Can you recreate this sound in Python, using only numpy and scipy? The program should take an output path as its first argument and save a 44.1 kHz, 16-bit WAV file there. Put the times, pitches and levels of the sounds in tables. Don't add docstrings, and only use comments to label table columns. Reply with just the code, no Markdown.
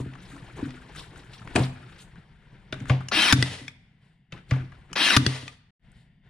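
import sys
import numpy as np
from scipy import signal
from scipy.fft import rfft, irfft, next_fast_len
from scipy.io import wavfile
from scipy.ndimage import uniform_filter1d

SR = 44100
rng = np.random.default_rng(int(sys.argv[2]) if len(sys.argv) > 2 else 0)


def to_wav(s):
    ch = np.atleast_2d(s).T
    pcm = np.round(np.clip(ch, -1, 1) * 32767)
    wavfile.write(sys.argv[1], SR, pcm.astype(np.int16))


def boost(x):
    u = np.asarray(x, float) / 20
    return 10 ** u


N = 277389

# (time [s], peak [dB]).
TRIGGER = ([(1700, -5.5, .008), (2930, -0.5, .006), (5800, -3, 0.0036), (6900, -2.5, 0.006),
            (8700, -7.5, 0.005)], 2.8, [(3.085, -21.5), (4.93, -24)])
DRIVER = ([(1640, -3, 0.0036), (2500, -3, 0.0048), (3580, 3.5, 0.0052), (5000, -5.5, 0.0028),
           (6540, -5.5, 0.0031), (9560, -6.5, 0.0028)], 3.2, [(3.3248, -1.1), (5.1645, -0.89)])
NAIL_SEAT = ([(950, -7, 0.0015), (1500, 0.5, 0.0023), (2600, 7, 0.0011), (4100, -3, .002)],
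              3.7, [(3.329, -6.5), (5.1688, -3)])
REBOUND = ([(1987, 2.5, 0.023), (2900, -2.5, 0.011), (3422, -0.5, 0.019), (4080, -8, 0.011),
            (4735, 7.5, 0.0036), (5575, -16, 0.0044), (8160, -3.5, 0.0075)], 1.9, [(3.4252, -5),
            (5.2638, -5.5)])
LATCH = ([(1210, -13, 0.1), (2230, -6, 0.045), (2500, 3, 0.013), (3500, 2, 0.0042), (5480, -7, 0.0084),
          (4280, -6, 0.0084)], 2.45, [(3.68, -23), (5.479, -25)])
CRACK_LOW_HZ = [1500, 1100, 900, 1844, 1800]


def gun():
    out = np.zeros(N)
    parts = (TRIGGER, DRIVER, NAIL_SEAT, REBOUND, LATCH)
    for (modes, burst_ms, shots), low_hz in zip(parts, CRACK_LOW_HZ):
        for start_s, peak_db in shots:
            chatter, fall, t = burst(burst_ms, 1.6, rise_s=0.00025)
            strike = chatter * fall
            hit = np.zeros(len(t))
            for hz, mode_db, t60_s in modes:
                hit += boost(mode_db) * peak_one(ring(strike, hz, t60_s))
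            hit += .9 * band(strike, low_hz, 6500)
            hit += .15 * band(strike, 6500, 14000)
            add_at(out, start_s, boost(peak_db) * peak_one(hit))
    return out


# (time [s], level [dB], pitch [Hz])
CHIP_TICK = (5.918, -56, 8300)


def blast():
    snap_db, shove_db, shove_hz = -16, -22.5, 39.8
    snap, shove = np.zeros((2, N))
    for shot_s, _ in DRIVER[2]:
        chatter, fall, t = burst(1.2, 2, rise_s=.0002)
        add_at(snap, shot_s, boost(snap_db) * band(chatter * fall, 9500, 19000) / 3)
        puff = np.sin(2 * np.pi * shove_hz * t) * np.exp(-t / 0.0088)
        add_at(shove, shot_s, boost(shove_db) * puff)
    tick_s, tick_db, tick_hz = CHIP_TICK
    click = np.zeros(N)
    click[round(tick_s * SR)] = boost(tick_db)
    left_right_db = [[3], [-3]]
    return snap + ring(click, tick_hz, 0.0069), shove * boost(left_right_db)


# (time [s], peak [dB], second group [dB], upper group [dB], push length [ms])
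THUMPS = [(.002, -32, -2, -3, 2.8), (.06, -35, -1, -2.5, 5.3), (0.592, -48.5, 3.5, 8.5, 2.9),
          (0.627, -41, 16, -5, 4), (1.5559, -28.5, 6, 6, 2.7), (1.579, -33.5, 10, 13, 6.4),
          (1.598, -17.5, -22, -7, 4.5), (2.727, -36.5, -3.5, 1, 2.8), (2.81, -39, 6.5, -3, 6.6),
          (2.899, -10, -12, -23.5, 10.5), (3.324, -22, -5, -12, 3), (3.326, -10.5, -2.5, -22, 8),
          (3.381, -16.5, -21, -13, 8.7), (3.425, -22.5, -7, -5.5, 3), (3.511, -36.5, -2.5, -28, 6),
          (0.333, -55.5, 12, -13, 4), (0.351, -54.5, 8.5, -4, 5.6), (0.679, -40, -23, -24, 2),
          (3.615, -42, 1.5, -6, 4), (4.325, -44, -4.5, -10, 3.5), (4.514, -11.5, -12, -26, 8.1),
          (5.1624, -23, -4, -23, 3), (5.165, -12, -4.5, -10.5, 5.65), (5.221, -27.5, 0, -4, 19),
          (5.263, -17.5, -4, -2.5, 7.2), (5.429, -43.5, 1, -13, 2.9)]
# (pitch [Hz], level [dB], time to fall 60 dB [s])
BOARDS = [
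    [(93, -24.5, 0.93), (130, 3.5, 0.33), (151, -11.5, .12), (179.3, -12, 0.38)],
    [(100, -1, 0.09), (251.4, -7.5, 0.49), (280, 1, 0.2), (305, -7, 0.23)],
    [(336, 7, 0.042), (401.6, -4, 0.096), (472, -11, 0.059), (650, -8, 0.072), (740, -6, 0.018),
     (860, -9.5, 0.0056)],
]


def boards():
    out = np.zeros(N)
    for k, group in enumerate(BOARDS):
        push = np.zeros(N)
        for start_s, peak_db, second_db, upper_db, push_ms in THUMPS:
            group_db = [2.0, second_db, upper_db][k]
            length_ms = np.clip(push_ms, 1, 8) / (k + 1)
            shape = np.hanning(round(length_ms * SR / 1000) + 2)
            add_at(push, start_s, -boost(peak_db + group_db) * shape / shape.sum())
        for hz, mode_db, t60_s in group:
            out += boost(mode_db) * ring(push, hz, t60_s)
    return out


# (time [s], gear mesh pitch [Hz])
SPEED = [
    [(3.113, 1150), (3.135, 2115), (3.155, 2620), (3.19, 3030), (3.225, 3190), (3.245, 3060), (3.275, 2600),
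     (3.3, 1910), (3.324, 1640)],
    [(4.953, 1200), (4.965, 1800), (4.985, 2420), (5.02, 3000), (5.055, 3260), (5.08, 3140), (5.11, 2750),
     (5.14, 1970), (5.164, 1700)],
]
# (multiple of mesh pitch, top level [dB], load at the top [0-1], spread of load, floor [dB], line width [Hz])
GEAR_TONES = [(1, -28, .75, .6, -36, 60.0), (2, -33.5, .88, .45, -46, 170.0), (3, -36, .95, .2, -50, 140.0),
              (4, -43, .82, .07, -66, 120.0), (1.31, -31.5, .42, .22, -45, 50.0),
              (.86, -31, .4, .2, -42, 90.0), (1.07, -33, .38, .12, -44, 90.0),
              (1.2, -38, .35, .2, -50, 150.0), (.55, -32, .75, .35, -44, 60.0),
              (.69, -35, .58, .1, -48, 100.0), (1.65, -41, .4, .25, -50, 150.0),
              (.105, -32, .31, .05, -43, 15.0)]
# (pitch [Hz], level [dB])
TOOTH_COLOUR = [(120, -49.5), (200, -8), (334, -12), (456, -22), (821, -12.5), (1160, -14.5), (1680, -10),
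                (3310, -7.5), (4520, -5), (5900, -5), (7200, -11), (10200, -17), (10900, -33.5),
                (14800, -36.5), (15600, -68)]


def motor():
    mesh_hz, = in_time(SPEED, silent=0)
    load, = in_time([[(rows[0][0], 0), (rows[-1][0], 1)] for rows in SPEED], silent=0)
    take_up, let_go = .035, .04
    running = np.clip(load / take_up, 0, 1) * np.clip(.35 + (1 - load) / let_go, 0, 1)
    turn = 2 * np.pi * np.cumsum(uniform_filter1d(mesh_hz, size=300)) / SR
    throb = 1 + .3 * np.sin(GEAR_TONES[-1][0] * turn)

    tones = np.zeros(N)
    on = mesh_hz > 0
    for multiple, top_db, at_load, spread, floor_db, width_hz in GEAR_TONES:
        swell = np.exp(-((load[on] - at_load) / spread) ** 2)
        tone_db = floor_db + (top_db - floor_db) * swell
        level = boost(tone_db + 3 + 3.5 * drift(width_hz)[on])
        tones[on] += level * np.sin(multiple * turn[on] + 1.0 * drift(width_hz)[on])
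    tones = band(running * throb * tones, 110, 13000)

    halves = np.split(mesh_hz, [2 * N // 3])
    fastest_hz = np.concatenate([np.maximum.accumulate(half) for half in halves])
    teeth_at_hz, db_per_octave, sag_loss_db = 3100, 7.5, 2
    noise_db = -17 + db_per_octave * np.log2((fastest_hz + 1) / teeth_at_hz)
    noise_db -= sag_loss_db * np.log2((fastest_hz + 1) / (mesh_hz + 1))
    teeth = boost(-4.0) * coloured(TOOTH_COLOUR, 500, 10000)
    bright = band(teeth, 6500, 17000) * (fastest_hz / teeth_at_hz) ** 0.78
    teeth = band(teeth, 100, 6500) + bright
    return tones + running * boost(noise_db) * throb * housed(teeth, .3)


# (time after the shot [s], level [dB])
COAST = [
    (0.011, -44.5),
    (0.086, -39.5),
    (0.199, -41.5),
    (.38, -61),
    (0.469, -94),
]
# (pitch [Hz], level [dB])
RUN_ON_COLOUR = [(240, -23.5), (400, 3), (742, -3), (1580, -6), (1960, 5), (2250, -1.5), (3260, 0.5),
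                 (5430, -6), (6440, -9), (9760, -10.5), (11200, -31), (14400, -36), (16000, -72)]


def run_on():
    coasts = [[(shot_s + s, db) for s, db in COAST] for shot_s, _ in DRIVER[2]]
    coast_db, = in_time(coasts)
    return boost(coast_db + 1.5 * drift(40)) * housed(coloured(RUN_ON_COLOUR, 1000, 8000), .18)


# (pitch [Hz], level [dB], time to fall 60 dB [s])
HOUSING = [(1450, -8, 0.035), (1790, -6, 0.04), (2060, -6, 0.06), (2590, -2, 0.06), (2830, -4, .07),
           (3270, -1, 0.07), (3870, -2, 0.07), (4180, -6, 0.06), (5190, -11, 0.06)]


def housed(noise, share):
    rings = sum(boost(db) * ring(noise, hz, t60_s) for hz, db, t60_s in HOUSING)
    return noise + share * rms_one(rings)


# (time [s], peak [dB], centre pitch [Hz], length [ms])
TAPS = [(0.136, -40.5, 2600, 4.4), (0.153, -43, 1540, 7.5), (0.364, -42, 1460, 4.2), (0.58, -48, 1000, 7.8),
        (0.706, -38.5, 3040, 3.3), (0.95, -40, 2000, 2), (1.16, -39.5, 1630, 2), (1.334, -38, 3330, 6.2),
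        (1.417, -42, 1330, 13), (1.475, -33.5, 1830, 2), (1.828, -47, 1490, 6.1), (1.961, -49, 2480, 3.5),
        (2.156, -45.5, 1380, 5), (2.803, -36, 2900, 4.6), (2.856, -35, 1460, 2.5), (3.006, -36.5, 1290, 10),
        (3.548, -42.5, 5500, 2), (3.652, -50.5, 3540, 2), (4.72, -42.5, 1410, 8.7), (4.915, -46, 1100, 3.4),
        (0.892, -41.5, 740, 9.5), (4.337, -43.5, 2500, 3.3), (4.377, -46, 3000, 3.5),
        (0.617, -40, 830, 2.7)]
# (time [s], peak [dB], centre pitch [Hz], length [ms])
CLATTER = [
    (1.553, -17, 950, 26),
    (1.559, -10.5, 2480, 5.9),
    (1.57, -33, 700, 6.4),
    (1.594, -27, 700, 4.3),
]
# (time [s], peak [dB], centre pitch [Hz], length [ms])
TOUCH = [
    (2.725, -22, 2600, 8.1),
    (2.74, -31, 1607, 4.6),
    (4.3224, -30.5, 2420, 7.8),
]
# (time [s], peak [dB], centre pitch [Hz], length [ms])
NOSE = [
    (2.8964, -14.5, 1500, 6),
    (2.906, -30, 1336, 3.5),
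    (3.119, -18, 1420, 6),
    (4.5101, -15.5, 2300, 7),
    (4.536, -34.5, 1270, 6.3),
    (4.561, -37, 1604, 2),
    (4.9609, -20.5, 2645, 3.9),
]
# (level around 8 kHz [dB], afterclatter [dB], dull body tail [dB], first tick [dB])
KNOCK_KINDS = [
    (-15, -26, -24.5, -5),
    (1, -22, -8.5, -5),
    (-11, -20.5, -21.5, -5),
    (-21, -17.5, -12.5, -4),
]
# (pitch [Hz], level [dB], time to fall 60 dB [s])
KNOCK_RINGS = [
    [(1650, -15, 0.019)],
    [(412, -9, 0.11), (719, -15, 0.069), (2500, -11, 0.018)],
    [(630, -11, .06), (1530, -11, .03), (3588, -8, .03)],
    [(667, -9, 0.023), (1170, -9, 0.034), (2210, -9, 0.017)],
]


def knocks():
    out = np.zeros(N)
    kinds = zip((TAPS, CLATTER, TOUCH, NOSE), KNOCK_KINDS, KNOCK_RINGS)
    for events, (top_db, after_db, body_db, tick_db), modes in kinds:
        for start_s, peak_db, hz, length_ms in events:
            chatter, fall, t = burst(length_ms, 3, size=9000, rise_s=.0004)
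            strike = chatter * fall
            hit = band(strike, hz / 2.0, hz * 1.2)
            hit += boost(top_db - 10.0) * band(strike, 7100, 9000)
            for low_hz, t60_s in [(1000, 0.34), (2500, 0.019), (5000, 0.03)]:
                clatter = band(chatter * boost(-60 * t / t60_s), low_hz, 2.7 * low_hz)
                hit += boost(after_db) * clatter * (hz / low_hz) ** 0.93
            hit += boost(body_db + 7.5) * band(chatter * boost(-60 * t / .35), 280, 1000)
            tick = band(chatter * np.exp(-t / 0.00026), 1200, 6300)
            hit = peak_one(hit) + boost(tick_db) * peak_one(tick)
            for mode_hz, mode_db, t60_s in modes:
                hit += boost(mode_db) * peak_one(ring(strike, mode_hz, t60_s))
            fade = np.hanning(2 * len(t))[len(t):]
            add_at(out, start_s, boost(peak_db) * hit * fade / np.max(np.abs(hit)))
    return band(out, 290, 11000)


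# (time [s], level [dB])
BUSTLE = [(0, -55.5), (.5, -51.5), (1.1, -53.5), (1.9, -53), (2.25, -62), (2.7, -61), (3.08, -53.5),
          (3.75, -66), (3.93, -71), (4.3, -79.5), (4.45, -62), (4.87, -62), (5.5, -63.5), (5.71, -73.5),
          (5.9, -68), (6.05, -74), (6.12, -77.5), (6.29, -87)]
# (time [s], length [s], level [dB],
# brightness [dB])
STROKES = [(0, 0.018, -44.5, -3), (0.137, .05, -57, -16.5), (0.256, 0.11, -60.5, 4.5),
           (0.606, 0.083, -44.5, -8.5), (0.977, 0.047, -47.5, 7), (1.175, 0.03, -51, -3.5),
           (1.34, 0.035, -58, 9), (1.502, 0.11, -49, -7), (1.581, 0.056, -40, 3), (1.995, 0.024, -65.5, 21),
           (2.148, 0.053, -56, -13), (2.31, 0.043, -67, -25), (2.55, 0.1, -64, -21), (2.77, 0.11, -51, -10),
           (2.892, 0.021, -46, 0), (2.898, 0.041, -54, -12), (3.004, 0.024, -57, -26),
           (3.789, 0.041, -77.5, -0.5), (4.044, 0.076, -67, -4), (4.344, 0.045, -50, -10),
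           (4.503, 0.028, -69, 18), (4.539, 0.063, -42, -15.5), (4.709, 0.12, -58, -11.5),
           (4.913, 0.051, -54.5, -18), (5.965, 0.055, -74, 6.5), (6.261, .05, -66.5, -14)]
# (pitch [Hz], level [dB])
RUSTLE_COLOUR = [(15, -38.5), (25, -5), (130, 5.5), (317, -12.5), (575, -22), (840, -19), (1190, -11),
                 (1840, -19.5), (2610, -25), (5140, -31.5), (5730, -27.5), (9570, -36.5), (11000, -51),
                 (14000, -55), (16000, -70)]


def handling():
    bustle_db, = in_time([BUSTLE])
    t = np.arange(0, N + 64, 64) / SR
    start_s, length_s, stroke_db, bright_db = np.transpose(STROKES)[:, :, None]
    rise_share = .35
    side_s = np.where(t < start_s, rise_share * length_s, length_s)
    swell = np.exp(-((t - start_s) / side_s) ** 2)
    tints_db = (2.5 - 0.48 * bright_db, 0, -11.5 + bright_db)
    steady_db = [-50 + 0.5 * (bustle_db + 56.5), bustle_db, -70.5 + 1.2 * (bustle_db + 52.0)]
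    levels_db = []
    for tint_db, still_db in zip(tints_db, steady_db):
        power = np.sum(swell * boost(2 * (stroke_db + tint_db)), axis=0)
        power = np.interp(np.arange(N) / SR, t, power)
        levels_db.append(10 * np.log10(power + boost(2 * still_db)))
    low_db, mid_db, high_db = levels_db
    low_db = np.minimum(low_db, -41)
    low = coloured(RUSTLE_COLOUR, 60, 350)
    mid = coloured(RUSTLE_COLOUR, 220, 3800)
    high = coloured(RUSTLE_COLOUR, 6900, 10000)
    upper_low_db = low_db + 0.8 * np.minimum(mid_db + 54.5, 3.0)
    parts = [(low, low_db, 12, 90), (low, low_db, 90, 240), (low, upper_low_db, 240, 420),
             (mid, mid_db, 420, 1200), (mid, mid_db, 1200, 3200),
             (high, high_db, 3200, 6000), (high, high_db, 6000, 16000)]
    flicker_db = 3 * np.exp(np.minimum(mid_db + 49, 0) / 18.5)
    together = drift(24)
    rub = np.zeros(N)
    for noise, part_db, low_hz, high_hz in parts:
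        waver_db = flicker_db * (.5 * together + drift(38))
        rub += boost(part_db + waver_db) * band(noise, low_hz, high_hz)
    return rub + drone(mid_db)


# (pitch [Hz], width [Hz], level [dB])
DRONE = [(720, 140, -1.5), (2000, 390, 2.5), (2830, 720, -3), (3560, 62, -1), (4700, 100, -9.5),
         (8050, 49, -16), (9500, 96, -22.5)]


def drone(rub_db):
    white = rng.standard_normal(N)
    bands = sum(boost(db) * band(white, hz - width / 2, hz + width / 2) for hz, width, db in DRONE)
    return boost(-65.5 + 0.43 * (np.minimum(rub_db, -60) + 48)) * rms_one(bands)


def workshop(x):
    t60_s, wall_hz = 0.67, 4917
    t = np.arange(round(t60_s * SR)) / SR
    tail = rng.standard_normal((2, len(t))) * boost(-60 * t / t60_s) * np.minimum(t / 0.004, 1)
    tail = band(tail, 250, wall_hz)
    tail /= np.sqrt(np.sum(tail ** 2) / 2)
    return signal.fftconvolve(x[None], tail, axes=1)[:, :N]


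# (pitch [Hz], likeness [0-1])
LIKENESS = [(30, .8), (80, .997), (330, .997), (600, .7), (2500, .85), (5000, .7), (10000, .55)]
# (pitch [Hz], level [dB])
LEFT_DB = [(30, 4), (70, .6), (200, .5), (350, 1.5), (700, 3.5), (1400, 7), (2800, 4), (5600, 2),
           (10000, 1.2)]
# (pitch [Hz], phase [rad])
LEAD = [(60, .1), (200, .07), (400, 0), (2500, .4), (5000, 1.0), (8000, 2.0), (14000, 1.8)]


def ports(x, scatter_s):
    size = next_fast_len(N + 8192)
    hz = np.fft.rfftfreq(size, 1 / SR)
    scatter = rng.standard_normal(8000) * np.exp(-np.arange(8000) / SR / scatter_s)
    scatter /= np.sqrt(np.sum(scatter ** 2))
    unlike = np.sqrt(1 - at_hz(LIKENESS, hz)) * .85 * rfft(scatter, size)
    tilt = boost(at_hz(LEFT_DB, hz) / 2) * np.exp(.5j * at_hz(LEAD, hz))
    left_right = np.array([tilt * (1 + unlike), (1 - unlike) / tilt])
    return irfft(rfft(x, size) * left_right, size)[:, :N]


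def burst(ms, edge, size=6000, rise_s=0.00082):
    t = np.arange(size) / SR
    chatter = rng.standard_normal(size) * boost(1.5 * rng.standard_normal(size))
    fall = np.exp(-(t / np.clip(ms, .5, 20) * 1000) ** edge)
    return chatter * np.minimum(t / rise_s, 1), fall, t


def ring(x, hz, t60_s):
    r, w = boost(-60 / (t60_s * SR)), 2 * np.pi * hz / SR
    return signal.lfilter([0, np.sin(w)], [1, -2 * r * np.cos(w), r * r], x + 1e-18)


def band(x, low_hz, high_hz):
    edges_hz = [low_hz, min(high_hz, .45 * SR)]
    return signal.sosfilt(signal.butter(2, edges_hz, "band", fs=SR, output="sos"), x)


def coloured(spectrum, low_hz, high_hz):
    hz = np.fft.rfftfreq(N, 1 / SR)
    shape = boost(at_hz(spectrum, hz))
    power = np.sum(shape[(hz > low_hz) & (hz < high_hz)] ** 2) / len(hz)
    return irfft(rfft(rng.standard_normal(N)) * shape, N) / np.sqrt(power)


def drift(rate_hz):
    r = np.exp(-2 * np.pi * rate_hz * 16 / SR)
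    slow = signal.lfilter([1], [1, -2 * r, r * r], rng.standard_normal(N // 16 + 2002))[2000:]
    return np.interp(np.arange(N) / 16, np.arange(len(slow)), rms_one(slow))


def in_time(tables, silent=-200):
    t = np.arange(N) / SR
    out = np.full((len(tables[0][0]) - 1, N), float(silent))
    for rows in tables:
        s, *columns = np.transpose(rows)
        inside = (t >= s[0]) & (t <= s[-1])
        out[:, inside] = [np.interp(t[inside], s, column) for column in columns]
    return out


def at_hz(points, hz):
    curve_hz, value = np.array(points)[:, :2].T
    return np.interp(np.log(hz + 1), np.log(curve_hz), value)


def rms_one(x):
    return x / np.sqrt(np.mean(x ** 2) + 1e-20)


def peak_one(x):
    return x / np.max(np.abs(x))


def add_at(out, start_s, x):
    i = round(start_s * SR)
    out[i:i + len(x)] += x


def scene():
    hits = band(knocks() + band(gun(), 800, 13000), 300, 11000)
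    low = band(band(boards(), 84, 3000), 67, 5400)
    snap, shove = blast()
    near = ports(hits + low + snap, scatter_s=.008) + shove
    steady = ports(motor() + run_on() + handling(), scatter_s=.03)
    return near + steady + boost(-19) * workshop(hits)


def roll_off(x):
    return signal.sosfilt(signal.butter(12, 16460, fs=SR, output="sos"), x)


# (time [s], level [dB])
SCENE_CHANGE = [
    (0, 2),
    (5.706, 0),
    (5.712, -89.5),
    (5.79, -91.5),
    (5.796, -18),
    (5.85, 5),
    (6.29, 4),
]


def record(dry):
    top_cut = signal.sosfilt(signal.butter(6, 15900, fs=SR, output="sos"), dry)
    fade_db, = in_time([SCENE_CHANGE], silent=0)
    mix = boost(fade_db) * np.clip(top_cut, -.95, .95)
    return roll_off(mix)


dry = scene()
out = record(dry)
to_wav(out)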